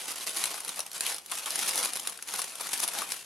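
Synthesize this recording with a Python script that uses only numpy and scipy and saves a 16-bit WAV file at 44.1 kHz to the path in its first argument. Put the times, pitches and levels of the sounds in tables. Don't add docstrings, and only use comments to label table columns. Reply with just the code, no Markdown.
import sys
import numpy as np
from scipy import signal
from scipy.fft import rfft, irfft, next_fast_len
from scipy.io import wavfile
from scipy.ndimage import uniform_filter1d, map_coordinates

SR = 44100
rng = np.random.default_rng(int(sys.argv[2]) if len(sys.argv) > 2 else 0)


def persist_wave(psi):
    counts = np.round(np.clip(psi, -1, 1) * 32767).astype(np.int16)
    wavfile.write(sys.argv[1], SR, np.atleast_2d(counts).T)


N = 143325


def amp(db):
    return 10 ** (np.asarray(db) / 20)


def unit(x):
    return x / np.sqrt(np.mean(x ** 2) + 1e-20)


def along(points, hz):
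    f, v = np.transpose(points)
    return np.interp(np.log(hz + 1), np.log(f + 1), v)


def filtered(x, response):
    m = next_fast_len(N + SR // 2)
    return irfft(rfft(x, m) * response(np.fft.rfftfreq(m, 1 / SR)), m)[..., :N]


def coloured(x, spectrum, size=4096):
    cepstrum = irfft(np.log(amp(along(spectrum, np.fft.rfftfreq(size, 1 / SR)))))
    cepstrum[1:size // 2] *= 2
    cepstrum[size // 2 + 1:] = 0
    ring = irfft(np.exp(rfft(cepstrum)))
    return signal.fftconvolve(x, ring[None] / np.linalg.norm(ring), axes=1)[:, :N]


def wobble(rate, at):
    return map_coordinates(rng.standard_normal(size=4096), [at * rate], mode="wrap")


def swells(events, t):
    return sum(amp(db) * np.exp(-.5 * ((t - s) / width) ** 2) for s, db, width in events)


def noise(apart):
    mid, side = rng.standard_normal((2, N))
    return np.array([mid + apart * side, mid - apart * side])


def add(track, s, sound):
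    part = track[:, max(round(s * SR), 0):][:, :sound.shape[-1]]
    part += sound[..., :part.shape[1]]


TICK_DB, TICK_S = -2, .0007
TABLE_ECHO = 0.37


def burst(rise, hold, t60, uneven_db, apart, pan_db, size=2048):
    t, hz = np.arange(size) / SR, np.fft.rfftfreq(size, 1 / SR)
    decay = amp(-60 * np.maximum(t - hold, 0) / t60)
    shape = (1 - np.exp(-t / rise)) * (decay + amp(TICK_DB) * np.exp(-t / TICK_S))
    spikes = amp(1.45 * wobble(1720, t))
    mid, side = rng.standard_normal((2, size)) * shape * spikes

    delay = rng.uniform(.0002, .002)
    echo = 1 + TABLE_ECHO * np.exp(-2j * np.pi * hz * delay)
    colour = amp(uneven_db * wobble(9.3, np.log(hz + 900))) * echo
    mid, side = irfft(rfft(np.roll([mid, side], 16, axis=1)) * colour)

    pan = amp(pan_db * rng.normal() * np.array([[.5], [-.5]]))
    level = np.sqrt(.004 * SR) / np.linalg.norm(mid)
    return pan * np.array([mid + apart * side, mid - apart * side]) * level


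# start in seconds, level in dB.
SNAPS = [(0.056, -35.5), (0.081, -36.5), (0.1162, -31), (0.1577, -34), (0.241, -37.5), (0.2662, -34),
         (0.2714, -27.5), (0.2924, -31.5), (0.3653, -30.5), (0.3701, -28.5), (0.439, -23), (0.455, -27.5),
         (0.5414, -33), (0.6039, -33.5), (0.6475, -33.5), (0.6793, -33.5), (0.6915, -29.5), (0.759, -38),
         (0.7915, -28), (0.8029, -31), (0.8636, -35.5), (0.915, -37), (0.9305, -38), (0.9784, -36.5),
         (1.007, -23), (1.064, -25.5), (1.144, -32.5), (1.1633, -36.5), (1.1823, -35.5), (1.2607, -38.5),
         (1.3146, -30), (1.319, -30), (1.3522, -34), (1.3846, -30.5), (1.4588, -29.5), (1.505, -29.5),
         (1.556, -25.5), (1.59, -27), (1.6285, -26.5), (1.691, -27), (1.7566, -26.5), (1.7764, -25),
         (1.7896, -30), (1.8282, -27.5), (1.835, -27.5), (1.8478, -25), (1.857, -25), (1.9333, -29.5),
         (1.955, -33), (1.961, -31), (1.9695, -30.5), (1.996, -31), (2.0723, -25), (2.095, -34.5),
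         (2.174, -38.5), (2.2239, -33.5), (2.3377, -29), (2.359, -28.5), (2.417, -27), (2.441, -33.5),
         (2.554, -36), (2.607, -34.5), (2.6102, -30), (2.6694, -32.5), (2.716, -35), (2.7311, -28.5),
         (2.776, -32.5), (2.8006, -26.5), (2.8358, -28), (2.877, -27), (2.8854, -29), (2.935, -32),
         (2.9869, -27.5), (3.018, -33), (3.09, -38), (3.103, -39), (3.1191, -24.5)]
# frequency in Hz, relative strength per Hz in dB.
CRACK = [(80, -82), (300, -17.5), (1000, -14), (2200, -8.5), (4000, -4.5), (6000, -3), (8200, -5.5),
         (10000, 4.5), (11300, -1.5), (13000, -13.5), (15200, -24.5)]
# frequency in Hz, relative strength per Hz in dB.
FLAP = [(30, -26), (100, -37), (150, -10.5), (300, -5), (500, -1.5), (850, 3), (1400, 2), (2000, -3),
        (3500, -7), (8000, -32.5)]
SNAP_RISE_S, SNAP_HOLD_S, SNAP_T60_S = .00012, .0016, .02
FLAP_T60_S, SNAP_FLAP_DB = .028, -15.5


def snaps():
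    cracks, flaps = np.zeros((2, 2, N))
    for s, db in SNAPS:
        length = np.exp(0.1 * rng.normal())
        crack = burst(SNAP_RISE_S, SNAP_HOLD_S * length, SNAP_T60_S * length,
                      uneven_db=1.9, apart=.33, pan_db=2)
        flap = burst(SNAP_RISE_S, SNAP_HOLD_S, FLAP_T60_S, uneven_db=2.5, apart=.25, pan_db=2)
        add(cracks, s, amp(db) * crack)
        add(flaps, s, amp(db + SNAP_FLAP_DB) * flap)
    return coloured(cracks, CRACK) + coloured(flaps, FLAP)


# time of the peak in seconds, level in dB,
# half width in seconds.
CRUMPLES = [(1.685, -27.5, 0.0075), (1.783, -31, 0.014), (2.394, -32, 0.0098), (2.741, -35, 0.01),
            (2.835, -28, 0.012)]
CRUMPLE_LOW_DB = -13.5


def crumples():
    t = np.arange(N) / SR
    grit = swells(CRUMPLES, t) * unit(amp(2.4 * wobble(1000, t)))
    high = coloured(grit * noise(apart=0.41), CRACK)
    low = coloured(grit * noise(apart=0.12), FLAP)
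    return high + amp(CRUMPLE_LOW_DB) * low


# time in seconds, level in dB.
RUSTLE = [(0.0, -40), (0.06, -44), (0.1, -34.5), (0.15, -48.5), (0.165, -42), (0.23, -39.5), (0.258, -46.5),
          (0.28, -36), (0.33, -40.5), (0.38, -34.5), (0.59, -42.5), (0.63, -47), (0.68, -40.5),
          (0.74, -44.5), (0.79, -40), (0.84, -47.5), (0.91, -53), (0.96, -38.5), (0.99, -44.5),
          (1.09, -32.5), (1.21, -51), (1.23, -55.5), (1.3, -48), (1.34, -38), (1.44, -42), (1.47, -39),
          (1.62, -33.5), (1.73, -36), (1.86, -34), (1.93, -41.5), (1.99, -41.5), (2.06, -44), (2.1, -41.5),
          (2.18, -52.5), (2.26, -49), (2.28, -40), (2.41, -40), (2.46, -42), (2.56, -46.5), (2.62, -39),
          (2.71, -42), (2.729, -35.5), (2.83, -40.5), (2.87, -42), (3.0, -38), (3.08, -45), (3.12, -36.5),
          (3.24, -50.5)]
# time in seconds, level in dB.
LOW_RUSTLE = [(0, -12), (.85, -11), (1.3, -15), (1.8, -10), (1.95, -12.5), (2.78, -12), (3.0, -8),
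              (3.2, -17.5)]
# frequency in Hz, relative strength per Hz in dB.
HISS = [(80, -84), (300, -43), (1100, -10.5), (2400, -1.5), (4000, -2), (6000, -2.5), (8200, -4.5),
        (10000, 1), (11300, -2.5), (13000, -12.5), (15200, -26.5)]
LOW_FOLLOWS = .85
SLIDE_DB, CRACKLE_DB = -0.5, -3.5
LOW_RUSTLE_DB, LOW_CRACKLE_DB = -2.5, -5


def rustle():
    t = np.arange(N) / SR
    slide_db = np.interp(t, *np.transpose(RUSTLE))
    low_db = np.interp(t, *np.transpose(LOW_RUSTLE)) + LOW_FOLLOWS * slide_db
    grain = unit(amp(2.0 * wobble(900, t) + 2.23 * wobble(140, t)))
    slide = grain * noise(apart=0.38)
    sway = grain * noise(apart=0.34)
    ticks = crackle()
    high = coloured(amp(SLIDE_DB) * slide + amp(CRACKLE_DB) * ticks, HISS)
    low = coloured(amp(LOW_RUSTLE_DB) * sway + amp(LOW_CRACKLE_DB) * ticks, FLAP)
    return high * amp(slide_db) + low * amp(low_db)


CRACKLE_PER_S, CRACKLE_SPREAD_DB, CRACKLE_T60_S = 230, 3, 0.012


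def crackle(size=1200):
    track = np.zeros((2, N))
    draws = rng.random((size, 2))
    times = np.cumsum(.25 + 1.5 * draws[:, 0]) / CRACKLE_PER_S
    for s, chance in zip(times[times < N / SR], draws[:, 1]):
        strength = amp(CRACKLE_SPREAD_DB * min(-np.log(chance), 2.8))
        tick = burst(0.00019, 0.00023, CRACKLE_T60_S, uneven_db=2, apart=0.22, pan_db=4.5)
        add(track, s, strength * tick)
    return unit(track)


PATCHY_DB = 2.07


def patchy(x, size=1024, count=4):
    z = signal.stft(x, nperseg=size)[2]
    field = rng.standard_normal(z.shape[1:])
    field = uniform_filter1d(uniform_filter1d(field, count, 0), count, 1)
    gains = unit(amp(PATCHY_DB * unit(field)))
    return signal.istft(z * gains, nperseg=size)[1][:, :N]


# time of the peak in seconds, level in dB,
# half width in seconds, pitch in Hz.
RESONANT_SWELLS = [(1.066, -34.5, 0.011, 3100), (1.327, -40, 0.008, 1150), (1.476, -38, 0.01, 1140),
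                   (2.607, -41, 0.006, 1000), (2.662, -40, 0.0062, 1300), (2.838, -37, 0.0069, 940)]
SWELL_Q = 1.48


def resonant_swells():
    t, track = np.arange(N) / SR, np.zeros((2, N))
    for s, db, width, hz in RESONANT_SWELLS:
        b, a = signal.iirpeak(hz, SWELL_Q, SR)
        grit = noise(apart=0.3) * amp(1.7 * wobble(400, t))
        resonant = signal.lfilter(b, a, signal.lfilter(b, a, grit))
        track += swells([(s, db, width)], t) * unit(resonant)
    return track


# start in seconds, level in dB, pitch in Hz.
KNOCKS = [(.4395, -32.5, 1890), (.456, -41, 2520), (0.542, -40.5, 844), (.792, -36.5, 880),
          (0.8028, -33, 6030), (1.319, -33.5, 2800), (1.505, -35, 5200), (2.189, -43, 1800),
          (2.339, -35.5, 870), (2.389, -34.5, 1290), (3.0179, -32, 1190)]
KNOCK_RISE_S, KNOCK_HOLD_S, KNOCK_T60_S = .0002, .0015, .026
KNOCK_Q = 1.6


def knocks():
    track = np.zeros((2, N))
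    for s, db, hz in KNOCKS:
        push = burst(KNOCK_RISE_S, KNOCK_HOLD_S, KNOCK_T60_S, uneven_db=3, apart=0.15, pan_db=1)
        b, a = signal.iirpeak(hz, KNOCK_Q, SR)
        ring = signal.lfilter(b, a, signal.lfilter(b, a, push))
        add(track, s, amp(db) * ring * np.linalg.norm(push) / np.linalg.norm(ring))
    return track


# frequency in Hz, time to fall by 60 dB in seconds.
ROOM = [(200, 0.47), (1500, 0.23), (12000, 0.057)]
ROOM_DB, TABLE_DB = -14.5, -16


def room(x, count=8):
    hz, t, z = signal.stft(rng.standard_normal((2, SR // 3)), SR, nperseg=256)
    fade = amp(-60 * t / along(ROOM, hz)[:, None])
    tail = signal.istft(z * fade, SR, nperseg=256)[1]
    answer = amp(ROOM_DB) * np.pad(tail / np.linalg.norm(tail[0]), ((0, 0), (SR // 200, 0)))
    for ear in answer:
        places = (rng.uniform(.002, .016, count) * SR).astype(int)
        ear[places] += amp(TABLE_DB) * rng.choice([-1, 1], count) / np.sqrt(count)
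    return signal.fftconvolve(x, answer, axes=1)[:, :N]


# frequency in Hz, relative strength per Hz in dB.
AIR = [(25, -15), (150, 2.5), (400, 2), (2000, -9.5), (15000, -21)]
AIR_DB = -66


def room_air():
    return amp(AIR_DB) * coloured(noise(apart=0.57), AIR)


# frequency in Hz, left minus right in dB.
BALANCE_DB = [(120, -1.5), (600, 2), (1500, 2.5), (3000, 0.5), (10000, 1.5), (14000, .7)]
DRIFT_DB_PER_S = .5


def scene():
    paper = snaps() + crumples() + knocks() + resonant_swells() + patchy(rustle())
    sides, t = np.array([[.5], [-.5]]), np.arange(N) / SR
    placed = filtered(paper + room(paper), lambda hz: amp(sides * along(BALANCE_DB, hz)))
    drift = amp(sides * DRIFT_DB_PER_S * (t - t.mean()))
    return placed * drift + room_air()


TOP_HZ = 15900


def record(dry):
    return filtered(dry, lambda hz: hz < TOP_HZ)


dry = scene()
out = record(dry)
persist_wave(out)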